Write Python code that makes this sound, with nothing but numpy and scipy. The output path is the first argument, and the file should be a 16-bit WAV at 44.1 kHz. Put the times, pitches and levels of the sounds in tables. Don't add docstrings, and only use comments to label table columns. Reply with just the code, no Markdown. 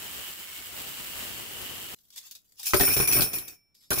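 import sys
import numpy as np
from scipy import signal
from scipy.fft import rfft, irfft, next_fast_len
from scipy.io import wavfile
from scipy.ndimage import uniform_filter1d, map_coordinates

SR = 44100
rng = np.random.default_rng(int(sys.argv[2]) if len(sys.argv) > 2 else 0)


def unload_wav(signal):
    wavfile.write(
        sys.argv[1],
        SR,
        np.round(np.clip(np.atleast_2d(signal).T, -1, 1) * 32767).astype(np.int16),
    )


N = 176400
T = np.arange(N) / SR
TAIL = T[:SR // 4]

BOWL_PITCHES = {"A": (2320, 5399, 9275, 9722, 13819, 14303), "B": (2428, 5518, 9448, 9948, 14077, 14626),
                "C": (2573, 5835, 9830, 10094, 14438, 14766), "D": (2500, 5700, 9480, 10185, 14130, 14900)}
# (level struck [dB], level skidding [dB], t60 [s])
BOWL_MODES = [(-9, -2, .09), (-6.5, -3, .2), (-3, -4.5, .28), (-3, -4.5, .28), (0, -1, .25), (.5, 0, .25)]
# (frequency [Hz], level [dB])
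CLICK_SPECTRUM = [(300, -32), (1200, -13), (2500, -12.5), (3300, -4.5), (7500, 0), (8700, -10), (10500, 0),
                  (12800, -1), (14300, 5), (15700, -9)]
# (frequency [Hz], level [dB])
THUD_SPECTRUM = [(25, -10), (65, 4), (350, 1), (550, -3), (950, -8.5), (1400, -6), (4000, -19),
                 (9000, -30.5)]
# (time [s], level [dB])
LANDINGS = [(2.735, -13), (2.743, -19.5), (2.8, -19), (2.808, -19.5), (2.833, -22.5), (2.878, -24),
            (2.968, -22), (3.001, -21), (3.153, -24.5), (3.17, -25), (3.195, -23.5), (3.219, -26.5),
            (3.906, -26.5), (3.911, -19), (3.921, -29.5)]
# (time [s], level [dB])
NEXT_STACK = [(3.745, -64), (3.8, -68), (3.835, -60), (3.899, -72)]


def amp(db):
    return 10 ** (np.asarray(db) / 20)


def unit(x):
    return x / np.sqrt(np.mean(x ** 2) + 1e-20)


def along(points, hz):
    freqs, values = np.transpose(points)
    return np.interp(np.log(hz + 1), np.log(freqs), values)


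def curves(rows):
    times, *columns = np.transpose(rows)
    return [np.interp(T, times, column) for column in columns]


def wobble(per_s):
    return map_coordinates(rng.standard_normal(int(4 * per_s) + 4), [T * per_s])


def pan(db):
    return amp(np.array([[.5], [-.5]]) * db)


def add(out, s, sound):
    part = out[:, round(s * SR):][:, :sound.shape[-1]]
    part += sound[..., :part.shape[1]]


def filtered(x, response):
    n = x.shape[-1]
    padded = next_fast_len(n + 8192)
    return irfft(rfft(x, padded) * response(np.fft.rfftfreq(padded, 1 / SR)), padded)[..., :n]


def noise(spectrum, size=N):
    # (frequency [Hz], left-right correlation [-1..1])
    correlation = [(1200, 0.13), (2500, 0.02)]

    def mid_side_gains(hz):
        angle = np.arccos(along(correlation, hz)) / 2
        return amp(along(spectrum, hz)) * [np.cos(angle), np.sin(angle)]
    mid, side = filtered(rng.standard_normal((2, size)), mid_side_gains)
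    return unit(np.array([mid + side, mid - side]))


def peaky(x, depth_db=5):
    bins = signal.stft(x, nperseg=512)[2]
    peaks = uniform_filter1d(rng.standard_normal(bins.shape[1:]), size=2, axis=0)
    peaks = uniform_filter1d(peaks, size=7, axis=1)
    gain = amp(depth_db * np.clip(unit(peaks), -2, 2))
    return unit(signal.istft(bins * gain, nperseg=512)[1][:, :x.shape[1]])


def grains(per_s, life_s, scatter_db):
    hits = (rng.random(N) < per_s / SR) * amp(scatter_db * np.clip(rng.standard_normal(N), -2, 2))
    power = signal.fftconvolve(hits ** 2, np.exp(-2 * TAIL / life_s))[:N]
    return unit(np.sqrt(np.abs(power)))


def burst(spectrum, t60):
    return peaky(noise(spectrum, size=len(TAIL))) * amp(-60 * TAIL / t60)


def ring(modes, spread_rad, scatter_db, smear_hz=9):
    out = np.zeros((2, len(TAIL)))
    for hz, db, t60 in modes:
        envelope = amp(db + scatter_db * rng.standard_normal((2, 1)) - 60 * TAIL / t60)
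        waver = np.cumsum(rng.standard_normal(len(TAIL))) * np.sqrt(2 * np.pi * smear_hz / SR)
        out += envelope * np.sin(2 * np.pi * hz * TAIL + waver + spread_rad * rng.standard_normal((2, 1)))
    return out


def room_tone():
    # (frequency [Hz], level [dB])
    spectrum = [(25, 0.5), (120, 5.5), (1000, -16), (15000, -30.5)]
    return amp(-76.5) * noise(spectrum)


def reflections(x, t60=.14):
    tail = rng.standard_normal((2, len(TAIL))) * amp(-60 * TAIL / t60) * (TAIL > .002)
    return signal.fftconvolve(x, tail / np.linalg.norm(tail[0]), axes=1)[:, :N]


def free_rings(buzz_db=4.5, buzz_rad=1.5):
    # (time [s], frequency [Hz], level [dB], t60 [s])
    rings = [(3.22, 5399, -42, .9), (3.333, 2320, -58, 1), (3.749, 5265, -65, 3), (3.749, 4673, -70, 3),
             (3.749, 11504, -72, 3), (3.749, 10750, -77, 3)]
    out, buzzing = np.zeros((2, N)), T > NEXT_STACK[0][0]
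    for s, hz, db, t60 in rings:
        left, right, flutter = (buzzing * wobble(130) for _ in range(3))
        phase = 2 * np.pi * hz * T + buzz_rad * np.array([left, right])
        add(out, s, amp(db - 60 * T / t60 + buzz_db * flutter) * np.sin(phase))
    return out


def whine(peak_s=.56, width_s=.17, rise_per_s=.09):
    # (frequency [Hz], level [dB])
    tones = [(2190, -53), (5430, -58)]
    swell = np.exp(-((T - peak_s) / width_s) ** 2)
    glide = np.cumsum(1 + rise_per_s * (T - peak_s)) / SR
    waver = np.array([wobble(70), wobble(70)])
    return swell * sum(amp(db) * np.sin(2 * np.pi * hz * glide + waver) for hz, db in tones)


def grinder(disc_hz=188.8, rasp_hz=2952, rasp_damping_hz=270, stop_s=1.948):
    # (time [s], hiss level [dB], rumble level [dB])
    cut = [(0, -42, -53), (.2, -41, -50.5), (.47, -44, -59.5), (.8, -41.5, -52), (1.1, -41, -50.5),
           (1.2, -39.5, -46), (1.52, -43, -49.5), (1.68, -43.5, -45), (1.85, -43, -51)]
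    # (frequency [Hz], level [dB])
    hiss_spectrum = [(500, -15), (1300, -5), (2200, -2.5), (4500, -5), (6300, -9), (7800, -2), (9400, -8.5),
                     (12000, -4.5), (15500, -2)]
    # (frequency [Hz], left minus right [dB])
    hiss_pan = [(1500, 0), (3200, -3), (8300, 1.5), (9500, -2), (15000, -2)]
    # (frequency [Hz], level [dB])
    rumble_spectrum = [(25, -11.5), (80, 3), (130, -1.5), (300, -0.5), (1400, -8.5), (3000, -11.5)]
    hiss_db, rumble_db = curves(cut)
    turns = np.cumsum(disc_hz * (1 + .0043 * wobble(4))) / SR
    bite = (1 + .22 * np.cos(2 * np.pi * turns)) * amp(.93 * wobble(24.42))
    grit = lambda: noise([(20, 0), (16000, 0)]) * grains(7000, life_s=.0007, scatter_db=3) * bite
    hiss = unit(filtered(grit(), lambda hz: amp(along(hiss_spectrum, hz)) * pan(along(hiss_pan, hz))))
    resonance = lambda hz: (hz / (rasp_hz ** 2 - hz ** 2 + 2j * hz * rasp_damping_hz)) ** 2
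    rasp = unit(filtered(grit(), resonance))
    rasp_db = -47 + .4 * (rumble_db - np.mean(cut, axis=0)[2]) + wobble(20)
    rumble = noise(rumble_spectrum) * pan(db=6.5) * amp(2.25 * wobble(29.78))
    cutting = amp(hiss_db + 4) * hiss + amp(rasp_db) * rasp + amp(rumble_db + 4.5) * rumble
    return cutting * np.clip((stop_s - T) / .0011, 0, 1)


def stack():
    # (time [s], level [dB])
    shift = [(2.1, -67), (2.155, -52.5), (2.181, -37), (2.2, -56), (2.27, -48), (2.305, -63.5),
             (2.318, -38.5), (2.338, -73), (2.356, -46), (2.41, -92)]
    # (frequency [Hz], level [dB])
    scrape_spectrum = [(200, -22.5), (1600, -10.5), (2500, -5), (3800, 3.5), (5500, 1), (7500, 2.5),
                       (9000, -6.5), (11500, 1), (13500, -1.5)]
    # (time [s], level [dB])
    slide = [(2.566, -67.5), (2.595, -40), (2.625, -47.5), (2.675, -33), (2.74, -35.5)]
    # (frequency [Hz], level [dB])
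    slide_spectrum = [(400, -20), (850, -11.5), (1400, -7), (2100, -17), (2450, -1), (4700, 3.5),
                      (5700, 7.5), (8800, -1.5), (14400, 1.5)]
    # (time [s], level [dB])
    ticks = [(1.987, -56), (2.104, -47.5), (2.161, -39), (2.179, -34), (2.311, -37.5), (2.351, -44.5),
             (2.522, -53), (3.75, -55.5)]
    envelope = lambda move: amp(curves(move)[0]) * (T > move[0][0]) * (T < move[-1][0])
    held = peaky(noise(scrape_spectrum)) * (envelope(shift) + envelope(NEXT_STACK))
    sliding = peaky(noise(slide_spectrum)) * envelope(slide)
    out = (held + sliding) * grains(500, life_s=.011, scatter_db=3.5)
    for s, db in ticks:
        add(out, s, amp(db) * burst(scrape_spectrum, t60=.031))
    return out


def skids(start_s, per_s, t60=.045, detune_hz=45):
    out, t = np.zeros((2, N)), TAIL[TAIL < t60]
    bowls, skid_db = np.array(list(BOWL_PITCHES.values())), np.array(BOWL_MODES)[:, 1]
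    for s in rng.uniform(start_s, T[-1], int(per_s * (T[-1] - start_s))):
        hz = rng.choice(bowls) + detune_hz * rng.standard_normal(len(skid_db))
        gains = amp(skid_db) * rng.standard_normal((2, len(skid_db)))
        add(out, s, gains @ np.sin(2 * np.pi * np.outer(hz, t)) * amp(-60 * t / t60))
    return out / out[:, T > start_s].std()


def tumble(contacts_per_s=260):
    # (time [s], level [dB])
    motion = [(2.58, -62), (2.62, -66), (2.67, -43.5), (2.72, -54), (2.8, -38), (2.92, -30), (3.06, -33),
              (3.13, -27), (3.229, -36), (3.325, -44.5), (3.355, -37), (3.43, -53), (3.51, -49.5),
              (3.58, -77), (3.89, -110.5), (3.92, -39.5), (4, -34.5)]
    contacts = grains(contacts_per_s, life_s=.007, scatter_db=4)
    steel = amp(-7) * peaky(noise(CLICK_SPECTRUM))
    plastic = amp(-4) * noise(THUD_SPECTRUM) * (T > LANDINGS[0][0])
    ringing = amp(3) * skids(motion[0][0], contacts_per_s)
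    return amp(curves(motion)[0]) * (contacts * (steel + plastic) + ringing)


def tub_knocks(hard_db=-18):
    # (frequency [Hz], level [dB], t60 [s])
    tub_modes = [(270, -11, .06), (388, 0, .14), (598, -12, .08), (797, -12, .08), (1430, -11, .06)]
    out, hardest_db = np.zeros((2, N)), max(db for _, db in LANDINGS)
    for s, db in LANDINGS:
        db_per_octave = .27 * max(db - hard_db, 0)
        spectrum = [(hz, level + db_per_octave * np.log2(hz)) for hz, level in THUD_SPECTRUM]
        hollow = amp(-6.5 + .5 * (db - hardest_db)) * ring(tub_modes, spread_rad=.5, scatter_db=2)
        thud = amp(-1.5) * burst(spectrum, t60=.072)
        add(out, s, amp(db) * (thud + hollow))
    return out * pan(db=2)


def bowl(pitches, where, detune_hz=15, rim_db=8, swell_s=.004, choke_s=.14):
    modes = []
    for hz, (db, _, t60) in zip(pitches, BOWL_MODES):
        boost_db = rim_db * (where == "rim" and hz == min(pitches))
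        modes.append((hz + detune_hz * rng.standard_normal(), db + boost_db, t60))
    envelope = (1 - np.exp(-TAIL / swell_s)) * np.exp(-(TAIL / choke_s) ** 2)
    return ring(modes, spread_rad=2, scatter_db=1) * envelope


def clinks(rebound_within_s=.03, rebound_db=-11):
    # (time [s], click level [dB], ring level [dB], bowl [name], spot [back or rim])
    collisions = [(2.631, -33.5, -48, "B", "back"), (2.657, -28.5, -33, "D", "back"),
                  (2.668, -23.5, -32.5, "B", "back"), (2.7425, -20, -28.5, "A", "back"),
                  (2.7645, -26, -22.5, "A", "back"), (2.796, -21, -25.5, "B", "back"),
                  (2.809, -21.5, -23, "C", "back"), (2.83, -27.5, -23, "A", "back"),
                  (2.85, -27, -21.5, "B", "back"), (2.885, -28.5, -28.5, "A", "back"),
                  (2.917, -32.5, -26.5, "B", "rim"), (2.936, -25.5, -25, "C", "back"),
                  (2.966, -23, -24, "A", "rim"), (3.0004, -23.5, -23, "B", "back"),
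                  (3.075, -23, -21, "C", "back"), (3.1245, -19.5, -24.5, "C", "rim"),
                  (3.138, -28, -24, "B", "rim"), (3.156, -26.5, -22.5, "A", "back"),
                  (3.208, -19.5, -25.5, "A", "back"), (3.22, -18.5, -29.5, "D", "back"),
                  (3.3327, -28.5, -29.5, "B", "back"), (3.384, -32, -42, "D", "back"),
                  (3.4808, -35.5, -56.5, "A", "back"), (3.541, -54, -74, "B", "back"),
                  (3.905, -24, -27, "B", "back"), (3.93, -23.5, -35, "A", "back"),
                  (3.984, -26, -27.5, "C", "rim")]
    out = np.zeros((2, N))
    for s, click_db, ring_db, name, where in collisions:
        for delay, db in [(0, 0), (rebound_within_s * rng.random(), rebound_db)]:
            click = amp(click_db) * burst(CLICK_SPECTRUM, t60=.055)
            ringing = amp(ring_db) * bowl(BOWL_PITCHES[name], where)
            add(out, s + delay, amp(db) * (click + ringing))
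    return out


def scene():
    spoons = (stack() + clinks() + tub_knocks() + tumble()) * pan(db=1)
    return grinder() + whine() + spoons + amp(-4.5) * reflections(spoons) + free_rings() + room_tone()


def record(dry, top_hz=15800):
    return filtered(dry, lambda hz: np.clip((top_hz - hz) / 100, 0, 1))


dry = scene()
out = record(dry)
unload_wav(out)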